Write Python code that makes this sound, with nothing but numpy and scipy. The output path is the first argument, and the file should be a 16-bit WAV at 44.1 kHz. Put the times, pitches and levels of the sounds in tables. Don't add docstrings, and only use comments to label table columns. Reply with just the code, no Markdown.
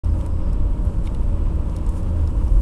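import sys
import numpy as np
from scipy import signal
from scipy.fft import rfft, irfft
from scipy.io import wavfile
from scipy.ndimage import uniform_filter1d

SR = 44100
rng = np.random.default_rng(int(sys.argv[2]) if len(sys.argv) > 2 else 0)


def wav_out(sig):
    wavfile.write(sys.argv[1], SR, np.round(np.clip(np.atleast_2d(sig).T, -1, 1) * 32767).astype(np.int16))


N = 115101


def gain(db):
    return 10 ** (np.asarray(db) / 20)


def unit(x):
    return x / np.sqrt(np.mean(x ** 2))


def curve(table, col=1):
    rows = np.array(table)
    return np.interp(np.arange(N) / SR, rows[:, 0], rows[:, col])


def frequencies():
    return np.maximum(np.arange(N // 2 + 1) * SR / N, 1)


def colour(x, spectrum):
    hz, db = np.array(spectrum).T
    f = frequencies()
    ends = np.minimum(f / hz[0], 1) ** 2 * np.minimum(hz[-1] / f, 1) ** 8
    shape = gain(np.interp(np.log(f), np.log(hz), db))
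    return unit(irfft(rfft(x) * ends * shape, N))


def ringing_noise(hz, width_hz):
    peak = 1 / (1 + 2 * ((frequencies() - hz) / width_hz) ** 2)
    return unit(irfft(rfft(rng.standard_normal(N)) * peak, N))


def wander(rate_hz):
    span = int(SR / rate_hz)
    return unit(uniform_filter1d(uniform_filter1d(rng.standard_normal(N), span), span))


def whine(hz=7882, level_db=-74, rough_db=-3):
    tone = np.sqrt(2) * np.sin(2 * np.pi * hz * np.arange(N) / SR)
    return gain(level_db) * (tone + gain(rough_db) * ringing_noise(hz, width_hz=110))


# (start [s], end [s], level [dB])
SCRAPE_STROKES = [(.04, .16, -70), (.28, .56, -66.5)]
def scrapes(flutter_db=3.0):
    t, swells = np.arange(N) / SR, np.zeros(N)
    for start, end, db in SCRAPE_STROKES:
        progress = np.clip((t - start) / (end - start), 0, 1)
        swells += gain(db) * np.sqrt(np.abs(np.sin(np.pi * progress)))
    sizzle = ringing_noise(5050, width_hz=450) * gain(flutter_db * wander(90))
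    return swells * unit(sizzle)


# (frequency [Hz], relative level [dB])
RUSTLE_SPECTRUM = [(2500, -6.5), (4000, -6), (5200, -1.5), (6300, -1), (8000, 3.5), (9700, 3),
                   (11000, -3.5), (13000, -10.5), (15500, -17)]
# (time [s], level [dB])
RUSTLE_LOUDNESS = [(0, -62), (.12, -63.5), (.19, -59), (.3, -64.5), (.6, -67.5), (.8, -64.5), (.9, -61),
                   (1.02, -64), (1.06, -58.5), (1.11, -63), (1.35, -64.5), (1.62, -65), (1.71, -61),
                   (1.82, -64.5), (1.91, -58.5), (1.94, -58.5), (1.98, -53), (2.02, -62.5), (2.2, -61.5),
                   (2.33, -63.5), (2.44, -59), (2.6, -60)]
def rustle(grains_per_s=1200, spread_db=2.5, grain_gain=.45):
    hits = rng.random(N) < grains_per_s / SR
    grains = unit(hits * rng.standard_normal(N) * gain(spread_db * rng.exponential(size=N)))
    rubbing = rng.standard_normal(N) + grain_gain * grains
    return colour(rubbing, RUSTLE_SPECTRUM) * gain(curve(RUSTLE_LOUDNESS))


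# (frequency [Hz], width [Hz], relative level [dB])
TRIM_RESONANCES = [(2060, 320, 2), (2520, 530, 1.5), (2900, 450, -3), (3666, 260, 2.5), (4170, 290, 1)]
SHORT_BURSTS = [(.046, -55, -51.5, -51, 3600, 9500, .0005), (.2110, -48, -60, -52, 3750, 8000, 0.0011),
                (0.2623, -48.5, -54, -41, 3200, 9350, .0002), (.5308, -61, -52.5, -48.5, 3600, 9800, .0008),
                (0.851, -60, -62, -50.5, 3600, 10800, .0005), (1.0430, -62, -64, -61, 3600, 7500, .0005),
                (1.052, -62, -66, -57, 3600, 9200, 0.0045), (1.0586, -47, -61, -53, 4000, 8500, .0004),
                (1.0672, -52, -67, -54.5, 3470, 9400, 0.0082),
                (1.0735, -36, -49.5, -60, 2850, 9700, 0.00022),
                (1.144, -65, -62, -54.5, 3600, 9200, 0.0033), (1.1483, -43.5, -64, -54, 3200, 9600, .0005),
                (1.2330, -59, -58, -54, 3600, 9500, .0005), (1.556, -62, -62, -58, 3600, 9900, .0005),
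                (1.6958, -59, -62, -54, 4000, 7500, .002), (1.7638, -49, -48, -44, 4900, 9300, 0.0013),
                (1.7860, -57, -58, -58, 4400, 9000, .001), (1.864, -58, -56, -49, 3600, 9000, .0015),
                (1.8906, -56, -68, -45, 3600, 8900, 0.0019), (2.029, -55, -57, -53, 3600, 9000, .0005),
                (2.274, -52, -47, -49, 4400, 8900, .0006), (2.481, -64, -53, -64, 4400, 9000, 0.00091)]
def ticks(rise_s=.00017, decay_s=.0021, echo_s=.011, echo_db=-20.5):
    size = 2048
    t, f = np.arange(size) / SR, np.arange(size // 2 + 1) * SR / size
    out = np.zeros(N + size)

    def band(hz, width_hz):
        return 1 / (1 + ((f - hz) / width_hz) ** 2) ** 2

    trim = sum(gain(db) * band(hz, width) for hz, width, db in TRIM_RESONANCES)
    edge = band(5370, width_hz=550)
    soft_top = 1 / np.sqrt(1 + (f / 11200) ** 16)
    for at, body_db, edge_db, snap_db, body_hz, snap_hz, hold_s in SHORT_BURSTS:
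        first, age = int(at * SR), np.maximum(t - hold_s, 0)
        fade = np.exp(-age / decay_s) + gain(echo_db) * np.exp(-age / echo_s)
        envelope = np.minimum(t / rise_s, 1) * fade
        strength = np.sqrt(np.mean(envelope ** 2))
        body = trim * band(body_hz, width_hz=1900)
        snap = soft_top * band(snap_hz, width_hz=4100)
        for db, shape in ((body_db, body), (edge_db, edge), (snap_db, snap)):
            noise = irfft(shape * rfft(rng.standard_normal(size)))
            out[first:first + size] += gain(db) * strength * unit(noise * envelope)
    return out[:N]


# (frequency [Hz], relative level [dB])
TYRE_SPECTRUM = [(550, -24), (680, -6.5), (800, -4), (930, 2.5), (1200, -4.5), (1500, -12), (2000, -18.5),
                 (2900, -18), (3700, -25), (5000, -28.5), (7000, -36.5), (12000, -56)]
# (time [s], level [dB])
TYRE_LOUDNESS = [(0, -47), (.8, -47.5), (1.4, -46.5), (2.1, -45.5), (2.6, -47)]
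def tyres(flutter_db=.94):
    rush = colour(rng.standard_normal(N), TYRE_SPECTRUM)
    return rush * gain(curve(TYRE_LOUDNESS) + flutter_db * wander(50))


ENGINE_TONES = {1: -28, 2: -35, 4: -44.5, 6: -42.5, 10: -54}
# (time [s], level change [dB])
ENGINE_SWELL = [(0, -6), (.17, 4), (.26, -2.5), (.6, -2), (1.03, 0.5), (1.25, -1.5), (1.6, 2), (1.7, -2.5),
                (2.1, 1), (2.6, 0)]
def engine(firing_hz=53.18, speed_drift=.00097, waver_db=.7):
    rate_hz = firing_hz * (1 + speed_drift * wander(7.5))
    phase = 2 * np.pi * np.cumsum(rate_hz) / SR
    hum = np.zeros(N)
    for multiple, db in ENGINE_TONES.items():
        height = np.sqrt(2) * gain(db + waver_db * wander(6))
        hum += height * np.sin(multiple * phase + 2 * np.pi * rng.random())
    return hum * gain(curve(ENGINE_SWELL))


# (time [s], peak level [dB], pitch [Hz])
RUT_THUDS = [(.16, -13.5, 75), (0.328, -24, 161), (0.466, -13, 40.9), (0.863, -12, 71), (1.321, -16, 68.6),
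             (1.349, -28, 188), (1.496, -11.5, 72.3), (1.654, -17.5, 59.3), (2.018, -19.5, 79),
             (2.097, -20.5, 177), (2.425, -11, 53.7)]
def ruts(rise_cycles=.95):
    out = np.zeros(N)
    for at, db, hz in RUT_THUDS:
        cycles = hz * np.maximum(np.arange(N) / SR - at, 0)
        swell = (cycles / rise_cycles * np.exp(1 - cycles / rise_cycles)) ** 2
        out += gain(db) * swell * np.sin(2 * np.pi * cycles)
    return out


# (frequency [Hz], relative level [dB])
RUMBLE_SPECTRUM = [(15, -2.5), (22, 3.5), (34, -1), (45, 4.5), (54, -6), (62, -9.5), (90, -34)]
# (frequency [Hz], relative level [dB])
PANEL_SPECTRUM = [(70, -4), (95, 2), (112, 4), (128, -1), (148, -0.5), (163, 5), (182, 1.5), (198, -5.5),
                  (235, -3), (285, -3.5), (302, -9), (328, -10), (345, -9.5), (420, -12), (520, -11.5),
                  (600, -9.5), (635, -20), (700, -23)]
# (time [s], rumble change [dB], boom change [dB])
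ROAD_SHAKE = [(0, 3, 1.5), (.18, -5, 0), (.33, -5, -4), (.5, 4.5, -1), (.68, 0.5, 2), (.82, -5.5, -6.5),
              (.98, -4.5, -14), (1.15, 0.5, -3), (1.38, -1, -5), (1.52, -3, 2), (1.7, -1.5, -1.5),
              (1.9, 0.5, -7.5), (2.06, -3.5, 3), (2.25, 1.5, -1.5), (2.35, 0, -7), (2.46, 6.5, -2),
              (2.6, 4.5, -2)]
def road(rumble_db=-19.5, boom_db=-23.5, panels_db=-32, jolt_db=.32):
    rumble = colour(rng.standard_normal(N), RUMBLE_SPECTRUM) * gain(rumble_db + curve(ROAD_SHAKE))
    boom = ringing_noise(77.44, width_hz=8.6) * gain(boom_db + curve(ROAD_SHAKE, col=2))
    panels = colour(rng.standard_normal(N), PANEL_SPECTRUM) * gain(panels_db + jolt_db * wander(10))
    return rumble + boom + panels


def scene():
    return (road() + ruts() + tyres() + engine() + rustle() + scrapes() + ticks() + whine())[None]


def record(dry, start_s=.035, fade_in_s=.004, top_hz=15800):
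    opened = np.clip((np.arange(N) / SR - start_s) / fade_in_s, 0, 1)
    treble_cut = signal.ellip(8, .2, 70, top_hz, fs=SR, output="sos")
    return signal.sosfilt(treble_cut, dry * opened)


dry = scene()
out = record(dry)
wav_out(out)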